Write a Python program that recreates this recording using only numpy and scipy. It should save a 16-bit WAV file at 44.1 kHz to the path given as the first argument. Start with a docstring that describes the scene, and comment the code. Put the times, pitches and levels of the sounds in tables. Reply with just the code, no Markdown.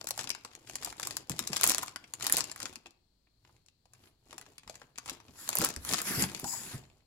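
"""Sharp foil snaps over a fine crinkle: a baby grabs and waves an empty bag close to a stereo microphone.
Creases buckle with a crack and set the panel beside them ringing, while small wrinkles tick.
The swinging bag bumps with dull puffs and fans a low rumble, then hisses over the baby's clothes
and drags over the blanket with two short squeaks. The bassinet walls and a small quiet room answer."""
import sys
import numpy as np
from scipy import signal
from scipy.fft import rfft, irfft, next_fast_len
from scipy.io import wavfile
from scipy.ndimage import uniform_filter1d, map_coordinates

SR = 44100
rng = np.random.default_rng(int(sys.argv[2]) if len(sys.argv) > 2 else 0)


def inscribe(sig):
    """Save sig as 16-bit PCM at rate SR to the path in sys.argv[1].

    A 1-D sig is mono; a 2-D sig holds one channel per row.
    Samples are clipped to [-1, 1] before scaling.
    """
    pcm = np.round(np.clip(np.atleast_2d(sig).T, -1, 1) * 32767)
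    wavfile.write(sys.argv[1], SR, pcm.astype(np.int16))


N = 311346


# the big creases snapping through: start_s, crack_level_db, tilt_db_per_octave, panel_level_db
BIG_CREASES = [(.0119, -34.5, -6, -38.5), (.0429, -38.5, 1, -37), (.0705, -27, -1, -36.5),
               (.088, -28, 8.5, -40.5), (.107, -21.5, 2.5, -32), (.1767, -32, 4, -32),
               (.1908, -27, -7, -31), (.273, -33, -8, -39), (.2921, -30, 4, -38), (.3031, -21.5, -5.5, -47),
               (.3489, -37.5, -4, -36), (.4479, -35, -6.5, -35.5), (.551, -39, -3, -51),
               (.6969, -35.5, -3, -39.5), (.7547, -27, 0.5, -39), (.8248, -37.5, -5, -37),
               (.847, -25, 3.5, -48), (.8723, -46, -3, -34), (.9255, -42, -4.5, -36.5),
               (.9975, -31, -1, -32), (1.0303, -28.5, -2.5, -35), (1.0712, -26, 3.5, -34),
               (1.1084, -30.5, -5, -40), (1.1675, -24.5, 1, -34), (1.296, -26.5, 0.5, -34),
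               (1.317, -32.5, -4, -41), (1.3912, -21.5, 0, -29), (1.4733, -24.5, 2, -41),
               (1.5306, -25.5, -3.5, -30), (1.5617, -26, -7, -37), (1.5668, -21, 0, -31),
               (1.6118, -22.5, 0.5, -29.5), (1.6336, -15, -3.5, -41), (1.6394, -12.5, 7, -19),
               (1.665, -21.5, 2, -29), (1.6741, -15.5, 8, -38), (1.6884, -22, 7, -43.5),
               (1.696, -13, 8.5, -39), (1.7041, -21, -2.5, -30), (1.7178, -21, 6, -32),
               (1.7466, -20.5, 1, -27.5), (1.7822, -21, 0.5, -29.5), (1.8309, -28.5, 7, -26.5),
               (1.8803, -34, -6, -38), (1.9598, -31, -3.5, -31), (2.0403, -43.5, -12, -47.5),
               (2.137, -29.5, -1, -40), (2.2083, -35, -6, -36.5), (2.224, -27, -3, -48),
               (2.2426, -30.5, 7, -32), (2.2665, -19, 0, -27.5), (2.2971, -23.5, 5.5, -24.5),
               (2.3241, -13, 6, -32), (2.3683, -16.5, 3, -50), (2.3825, -22.5, 2, -33),
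               (2.4062, -21.5, -1.5, -32.5), (2.4405, -30.5, -4, -49), (2.5147, -33, -3, -41),
               (2.5602, -37.5, 5.5, -37), (2.6017, -34.5, -0.5, -35), (2.6291, -30.5, -1.5, -39.5),
               (2.6556, -30, -6, -33.5), (2.7567, -36, -2, -45), (2.8586, -40, -12, -44),
               (2.8668, -47, -5.5, -66), (2.907, -55, -2.5, -69.5), (3.2691, -64.5, -23, -68.5),
               (3.4491, -54.5, -13.5, -55.5), (3.4929, -75, -7.5, -55), (3.6621, -56.5, -2, -71),
               (3.6845, -52, -7.5, -73), (3.8549, -58.5, -5.5, -55.5), (3.9343, -49, 0.5, -54.5),
               (4.0561, -59.5, -2, -58.5), (4.3087, -47, -5.5, -63), (4.3277, -43, -4.5, -39.5),
               (4.3805, -35.5, 0, -41), (4.413, -44, 3.5, -43.5), (4.4629, -49.5, -8.5, -49),
               (4.581, -39, -4.5, -52.5), (4.6327, -53, -7, -52), (4.6759, -43, -7, -41),
               (4.6963, -37, -3, -36), (4.7544, -43, -3, -45), (4.8157, -48, -13, -40.5),
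               (4.9573, -48, -11, -65), (4.9774, -42, -6, -41.5), (4.9834, -31.5, -4, -34),
               (5.059, -40, 0, -40.5), (5.0876, -37, -16, -36), (5.0961, -27, -2, -38.5),
               (5.2012, -49, -9, -47.5), (5.4767, -38, -7, -38.5), (5.4904, -19, 6, -28.5),
               (5.529, -28, -3.5, -34), (5.5538, -12.5, 15.5, -29), (5.57, -23, 0, -53),
               (5.5863, -14, 15, -32), (5.6161, -22, 11.5, -23.5), (5.647, -14.5, 10.5, -27.5),
               (5.6591, -27.5, -8, -32), (5.6884, -28, 6.5, -42.5), (5.7623, -31.5, -0.5, -38),
               (5.8496, -28.5, 9, -38.5), (5.8908, -26.5, -1, -37), (5.9352, -19.5, -1, -25),
               (5.9421, -22.5, -3.5, -23.5), (6.002, -34, 10, -30), (6.0165, -25, 6.5, -34),
               (6.223, -20, 4.5, -45), (6.2383, -25, -9, -28), (6.3473, -29, -5, -42),
               (6.398, -25, 18.5, -49), (6.442, -30.5, 1, -31)]
# tone of a crack before its tilt: freq_hz, gain_db
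CRACK_EQ = [(60, -17), (250, -3.5), (600, -16), (1500, -13.5), (2500, 1.5), (8000, 5), (15000, -7.5)]

def snaps(creases, panel_hz=1130, panel_t60_s=.018, crack_trim_db=.5, panel_trim_db=-1.5):
    """A crease buckles with a sharp crack and kicks the foil panel beside it into a brief low ring."""
    out, t = np.zeros((2, N)), np.arange(SR // 40) / SR
    octaves_up = lambda f: np.log2(np.maximum(f / 2500, 1))  # the tilt shapes only the treble
    for start_s, crack_db, tilt, panel_db in creases:
        ring_hz = panel_hz * np.exp(.25 * rng.standard_normal())
        # the brighter the crack, the faster the fold has run along its crease
        crack_t60_s = .0095 * np.exp(.3 * rng.standard_normal() - .045 * tilt)
        attack = 1 - np.exp(-20 * t / crack_t60_s)
        burst = lambda t60_s: rng.standard_normal((2, len(t))) * attack * amp(-60 * t / t60_s)
        crack = filtered(burst(crack_t60_s), lambda f: causal(along(CRACK_EQ, f) + tilt * octaves_up(f)))
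        panel = filtered(burst(panel_t60_s), lambda f: resonance(f, ring_hz, width_hz=ring_hz) ** 2)
        crack = amp(crack_db + crack_trim_db) * unit_energy(crack)
        panel = amp(panel_db + panel_trim_db) * unit_energy(panel)
        add(out, start_s, np.sqrt(SR * .001) * (crack + panel))  # levels count as energy packed into 1 ms
    return out


# each squeeze or swing of the bag: start_s, hold_s, level_db
SQUEEZES = [(0, 0.17, -65.5), (.18, 0.057, -47.5), (.36, 0.34, -67), (.69, 0.051, -55), (.84, 0.046, -47.5),
            (1.01, 0.16, -51), (1.32, 0.2, -53.5), (1.53, 0.033, -44), (1.65, 0.051, -35.5),
            (1.78, 0.071, -49), (2.0, 0.25, -69), (2.24, 0.11, -46), (2.355, 0.016, -36),
            (2.43, 0.066, -54), (2.61, .1, -52.5), (3.46, 0.085, -78), (3.96, .12, -76.5),
            (4.3, 0.092, -64.5), (4.47, 0.055, -69.5), (4.69, 0.15, -66), (5.08, 0.028, -51),
            (5.27, .18, -67.5), (5.5, .07, -51), (5.615, 0.026, -33.5), (5.92, 0.067, -39.5),
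            (6.0, .24, -50.5), (6.28, 0.12, -52), (6.43, 0.354, -60), (6.82, 0.16, -77)]

def handling():
    """How hard the baby works the foil, as a gain per sample."""
    return swells(SQUEEZES, attack_s=.075, release_s=.085)


def lesser_creases(firm_grip_db=-49.5, firm_rate_per_s=36, doubling_db=16, candidates=1000):
    """Small creases give way at random: denser, louder and brighter the harder the grip."""
    moment, chance, size, colour = rng.random((candidates, 4)).T
    effort_db = 20 * np.log10(handling()[(moment * N).astype(int)]) - firm_grip_db
    rate_per_s = firm_rate_per_s * 2 ** (effort_db / doubling_db)
    gives_way = chance < rate_per_s * N / SR / candidates
    crack_db = -39 + .75 * effort_db + 4.5 * (2 * size - 1)
    tilt = -4 + .24 * effort_db + 5 * (2 * colour - 1)
    panel_db = crack_db - 4.5
    return list(np.transpose([moment * N / SR, crack_db, tilt, panel_db])[gives_way])


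# bright ticking of the wrinkles: freq_hz, gain_db
WRINKLE_EQ = [(300, -35), (1500, -8.5), (2500, -2), (8000, -2), (15000, -17)]
# darker flutter of the broad panels: freq_hz, gain_db
FLUTTER_EQ = [(100, -14), (310, 1), (550, -6.5), (850, -5.5), (1800, -19), (3000, -11.5), (8000, -42)]

def crinkle(tick_gain_db, flutter_gain_db):
    """Small wrinkles tick while the foil is worked; its broad panels flutter even under gentle handling."""
    effort = handling()
    ticks = unit_rms(coloured(grains(per_s=600, spread_db=8, t60_s=.01), WRINKLE_EQ))
    flutter = unit_rms(coloured(grains(per_s=400, spread_db=5.5, t60_s=.0066), FLUTTER_EQ))
    return amp(tick_gain_db) * effort * ticks + amp(flutter_gain_db) * effort ** .66 * flutter


# soft knocks of the air-filled bag: start_s, level_db, pitch_hz
BAG_BUMPS = [(1.294, -32, 166.7), (1.315, -44, 55), (1.392, -40.5, 184.3), (1.492, -36, 182.7),
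             (1.697, -41, 353.3), (2.391, -46.5, 343.6), (2.629, -43.5, 330), (2.757, -53.5, 288.4),
             (2.854, -54, 326), (4.326, -54, 380), (4.478, -55.5, 350), (4.661, -50.5, 78),
             (5.283, -49.5, 130.7), (5.588, -29, 154.4), (5.612, -32.5, 479.6), (5.635, -40.5, 163),
             (5.765, -33, 67.9), (5.913, -33, 248), (6.103, -32.5, 207), (6.175, -27.5, 180),
             (6.22, -26.5, 180), (6.429, -34.5, 171.6), (6.734, -32, 123), (6.747, -45.5, 54.7)]

def bumps(gain_db, q=2.2, rise_s=.0047, t60_s=.11, lowpass_hz=400):
    """The bag swings against a hand or leg and the heavily damped air inside gives a dull puff."""
    out, t = np.zeros((2, N)), np.arange(SR // 4) / SR
    envelope = (1 - np.exp(-t / rise_s)) * amp(-60 * t / t60_s)
    for start_s, level_db, pitch_hz in BAG_BUMPS:
        push = rng.standard_normal((2, len(t))) * envelope
        puff = filtered(push, lambda f: resonance(f, pitch_hz, pitch_hz / q) / (1 + 1j * f / lowpass_hz))
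        add(out, start_s, amp(level_db + gain_db) * unit_energy(puff))
    return out


# strokes of the bag over the baby's clothes: start_s, hold_s, level_db
CLOTHES_STROKES = [(4.03, 0.054, -71.5), (5.4, 0.25, -52), (5.87, 0.074, -42.5), (6.075, 0.11, -36.5),
                   (6.205, 0.023, -32), (6.29, 0.14, -56.5), (6.53, 0.22, -49)]
# tone of foil on cloth: freq_hz, gain_db
BRUSH_EQ = [(70, -1.5), (200, 10.5), (600, -1.5), (1700, 6.5), (3500, 2), (7000, 0), (11000, 4.5),
            (15500, -6)]

def brush(patchy_db):
    """Foil on cloth hisses, and its colour shifts unevenly as other wrinkles come to touch."""
    hiss = coloured(grains(per_s=7900, spread_db=1.5, t60_s=.0062), BRUSH_EQ)
    spectra = signal.stft(hiss, nperseg=256)[2]
    patches = uniform_filter1d(rng.standard_normal(spectra.shape[1:]), size=4, axis=0)  # across frequency
    patches = uniform_filter1d(patches, size=20, axis=1)  # across time
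    shifting_hiss = signal.istft(spectra * amp(patchy_db * unit_rms(patches)), nperseg=256)[1][:, :N]
    return swells(CLOTHES_STROKES, attack_s=.07, release_s=.042) * unit_rms(shifting_hiss)


# pulls of the bag's edge over the blanket: start_s, hold_s, level_db
BLANKET_DRAGS = [(5.39, 0.078, -55), (6.475, 0.052, -39)]
# resonances of the dragged edge: centre_hz, width_hz, level_db
EDGE_RESONANCES = [(945, 170, -14), (5040, 770, -8.5), (6920, 590, -2), (7760, 370, -2),
                   (11200, 2000, -7.5), (14300, 2200, -7.5)]

def drag():
    """The edge catches on so many fibres that it whistles in a few broad resonances."""
    catches = grains(per_s=8000, spread_db=3, t60_s=.003)
    edge = lambda f: sum(amp(db) / np.sqrt(width) * resonance(f, hz, width) ** 2
                         for hz, width, db in EDGE_RESONANCES)
    pull = swells(BLANKET_DRAGS, attack_s=.045, release_s=.17)  # catches quickly, slows to rest
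    return pull * unit_rms(filtered(catches, edge))


# squeaks of the dragged edge: start_s, level_db, start_pitch_hz
EDGE_SQUEAKS = [(6.443, -38, 957), (6.527, -42, 1015)]

def squeaks(length_s, fall, roughness):
    """The edge sticks and slips in a short rough tone whose pitch sinks as it slows."""
    out, progress = np.zeros((2, N)), np.linspace(0, 1, int(length_s * SR))
    for start_s, level_db, start_pitch_hz in EDGE_SQUEAKS:
        jitter = roughness * wobble(knots_per_s=507)[:len(progress)]
        pitch_hz = start_pitch_hz * (1 - fall * progress + jitter)
        tone = np.sin(2 * np.pi * np.cumsum(pitch_hz) / SR)
        add(out, start_s, amp(level_db) * np.sin(np.pi * progress) * tone)
    return out


# low end of the fanned air: freq_hz, gain_db
DRAUGHT_EQ = [(20, -12.5), (42, -2), (125, 9), (300, -23.5)]

def draught(gain_db):
    """The waving bag fans a low rumble of air that swells and sinks."""
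    rumble = unit_rms(coloured(rng.standard_normal((2, N)), DRAUGHT_EQ))
    drift_db = 2 * wobble(knots_per_s=5.5)
    return amp(gain_db + drift_db) * handling() ** .41 * rumble


# stereo image of the echoes and room tone, wider toward the top: freq_hz, left_right_correlation
ROOM_IMAGE = [(150, 0.97), (500, 0.37), (1500, 0.087)]

def bassinet(first_s=.0036, spread_s=.012, count=14):
    """The walls of the bassinet send back a cluster of reflections within milliseconds."""
    taps = np.zeros((2, SR // 20))
    for side in taps:
        delay_s = first_s + spread_s * rng.random(count) ** 2
        side[(delay_s * SR).astype(int)] = rng.standard_normal(count)
    return unit_energy(stereo(taps, ROOM_IMAGE))


# decay of the small room: freq_hz, t60_s
ROOM_DECAY = [(150, 0.6), (4000, 0.33), (8000, 0.16), (15000, 0.086)]

def room():
    """A diffuse tail, 5 ms late, in which the highs die first."""
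    hz, t, spectra = signal.stft(rng.standard_normal((2, SR // 2)), SR, nperseg=256)
    decay = amp(-60 * t / along(ROOM_DECAY, hz)[:, None])
    tail = signal.istft(spectra * decay, SR, nperseg=256)[1]
    return np.pad(unit_energy(stereo(tail, ROOM_IMAGE)), ((0, 0), (SR // 200, 0)))


def echoes(x, new_response, hop_samples):
    """The bag keeps moving, so each stretch of its sound meets a new set of echoes."""
    out, fade = np.zeros((2, N)), signal.windows.hann(2 * hop_samples, sym=False)
    for start in range(0, N - hop_samples, hop_samples):
        part = x[:, start:start + 2 * hop_samples]
        add(out, start / SR, signal.fftconvolve(part * fade[:part.shape[1]], new_response(), axes=1))
    return out


def bedding(x, corner_hz):
    """Cloth soaks up the top of every echo."""
    return filtered(x, lambda f: 1 / (1 + 1j * f / corner_hz))


# colour of each microphone port: freq_hz, gain_db
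LEFT_PORT_EQ = [(1000, 0.5), (2000, 2), (3000, 0), (5000, 6), (6200, 4.5), (7500, 8.5), (8300, -3.5),
                (9500, -4.5), (12000, -1.5), (15500, -0.5)]
RIGHT_PORT_EQ = [(1000, 0), (2000, 0.5), (3000, -4), (4200, -7.5), (6500, -8), (8000, -4.5), (9300, 6),
                 (10300, 6), (12000, 3.5), (13000, 5.5), (15500, -6)]

def microphone(x, lead_ms):
    """The sound reaches the left port first, and each port has its own colour."""
    left, right = coloured(x[0], LEFT_PORT_EQ), coloured(x[1], RIGHT_PORT_EQ)
    late_right = filtered(right, lambda f: np.exp(-2j * np.pi * f * lead_ms / 1000))
    return np.array([left, late_right])


# tone of the still room: freq_hz, density_db_per_hz
ROOM_TONE = [(20, -100), (55, -94), (120, -100), (400, -112), (1000, -121), (5000, -132)]
# narrow bands of hiss: centre_hz, width_hz, level_db
HISS_BANDS = [(3300, 400, -90), (4300, 450, -77.5), (7500, 600, -90)]

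def background():
    """A bed of low room rumble, with faint steady hiss on the left."""
    air = np.sqrt(SR / 2) * stereo(coloured(rng.standard_normal((2, N)), ROOM_TONE), ROOM_IMAGE)
    hiss = sum(amp(db) * unit_rms(filtered(rng.standard_normal(N), lambda f: resonance(f, hz, width)))
               for hz, width, db in HISS_BANDS)
    return air + np.array([hiss, np.zeros(N)])


def grains(per_s, spread_db, t60_s):
    """Tiny noise bursts of uneven size at random moments, rms 1."""
    sizes = amp(spread_db * np.clip(rng.standard_normal(N), -2, 2))
    fires = rng.random(N) < per_s / SR
    power = signal.lfilter([1], [1, -amp(-120 / (t60_s * SR))], (sizes * fires) ** 2)
    return unit_rms(np.sqrt(power) * rng.standard_normal((2, N)))


def swells(moves, attack_s, release_s):
    """An envelope: each move rises 20 dB per attack_s, holds, then falls 20 dB per release_s."""
    t = np.arange(N) / SR
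    drop = lambda start, hold: np.maximum(start - t, 0) / attack_s + np.maximum(t - start - hold, 0) / release_s
    return amp(np.max([db - 20 * drop(start, hold) for start, hold, db in moves], axis=0))


def wobble(knots_per_s):
    """A smooth random curve."""
    knots = rng.standard_normal(int(N * knots_per_s / SR) + 4)
    return map_coordinates(knots, [np.arange(N) * knots_per_s / SR])


def stereo(pair, image):
    """Two unrelated signals blended to the left-right correlation of an image."""
    angle = lambda hz: np.arccos(np.clip(along(image, hz), -1, 1)) / 2
    mid, side = filtered(pair, lambda hz: np.array([np.cos(angle(hz)), np.sin(angle(hz))]))
    return np.array([mid + side, mid - side])


def filtered(x, response):
    """x through a complex frequency response."""
    n = x.shape[-1]
    padded = 2 * next_fast_len(n)
    return irfft(rfft(x, padded) * response(np.fft.rfftfreq(padded, 1 / SR)), padded)[..., :n]


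def causal(db):
    """The minimum-phase response with these gains."""
    cepstrum = irfft(np.log(amp(db)))
    half = len(cepstrum) // 2
    return np.exp(rfft(cepstrum * np.r_[1, np.full(half - 1, 2), 1, np.zeros(half - 1)]))


def coloured(x, eq):
    """x through a causal filter of (freq_hz, gain_db) points."""
    return filtered(x, lambda hz: causal(along(eq, hz)))


def along(points, hz):
    """Interpolate (freq_hz, value) points on a log frequency axis."""
    freqs, values = np.transpose(points)
    return np.interp(np.log(hz + 1), np.log(freqs + 1), values)


def resonance(f, centre_hz, width_hz):
    return 1j * f * width_hz / (centre_hz ** 2 - f ** 2 + 1j * f * width_hz)


def add(track, start_s, sound):
    start = int(np.clip(round(start_s * SR), 0, N - 1))
    track[:, start:start + sound.shape[-1]] += sound[..., :N - start]


def amp(db):
    return 10 ** (np.asarray(db) / 20)


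def unit_rms(x):
    return x / np.sqrt(np.mean(x ** 2) + 1e-20)


def unit_energy(x):
    return x / np.sqrt(np.sum(x ** 2, axis=-1, keepdims=True) + 1e-20)


# stereo image of the bag, centred lows and wide highs: freq_hz, left_right_correlation
BAG_IMAGE = [(150, 0.93), (500, 0.93), (1200, .72), (6000, 0.23)]

def scene():
    """The bag up close, its echoes softened by bedding, and the quiet room underneath."""
    bag = snaps(BIG_CREASES + lesser_creases()) + crinkle(tick_gain_db=-3, flutter_gain_db=-22.5)
    bag += draught(gain_db=-42) + bumps(gain_db=22.5)
    bag += brush(patchy_db=2.6) + drag()
    bag = stereo(bag, BAG_IMAGE) + squeaks(length_s=.027, fall=.178, roughness=.079)
    walls = amp(-6) * echoes(bag, bassinet, hop_samples=1500)
    tail = amp(-12) * echoes(bag, room, hop_samples=7000)
    heard = bag + bedding(walls + tail, corner_hz=11123)
    return microphone(heard, lead_ms=.074) + background()


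def record(dry):
    """A steep low-pass cuts the very top."""
    cutoff_hz = 15950
    return filtered(dry, lambda hz: 1 / (1 + (hz / cutoff_hz) ** 160))


dry = scene()
out = record(dry)
inscribe(out)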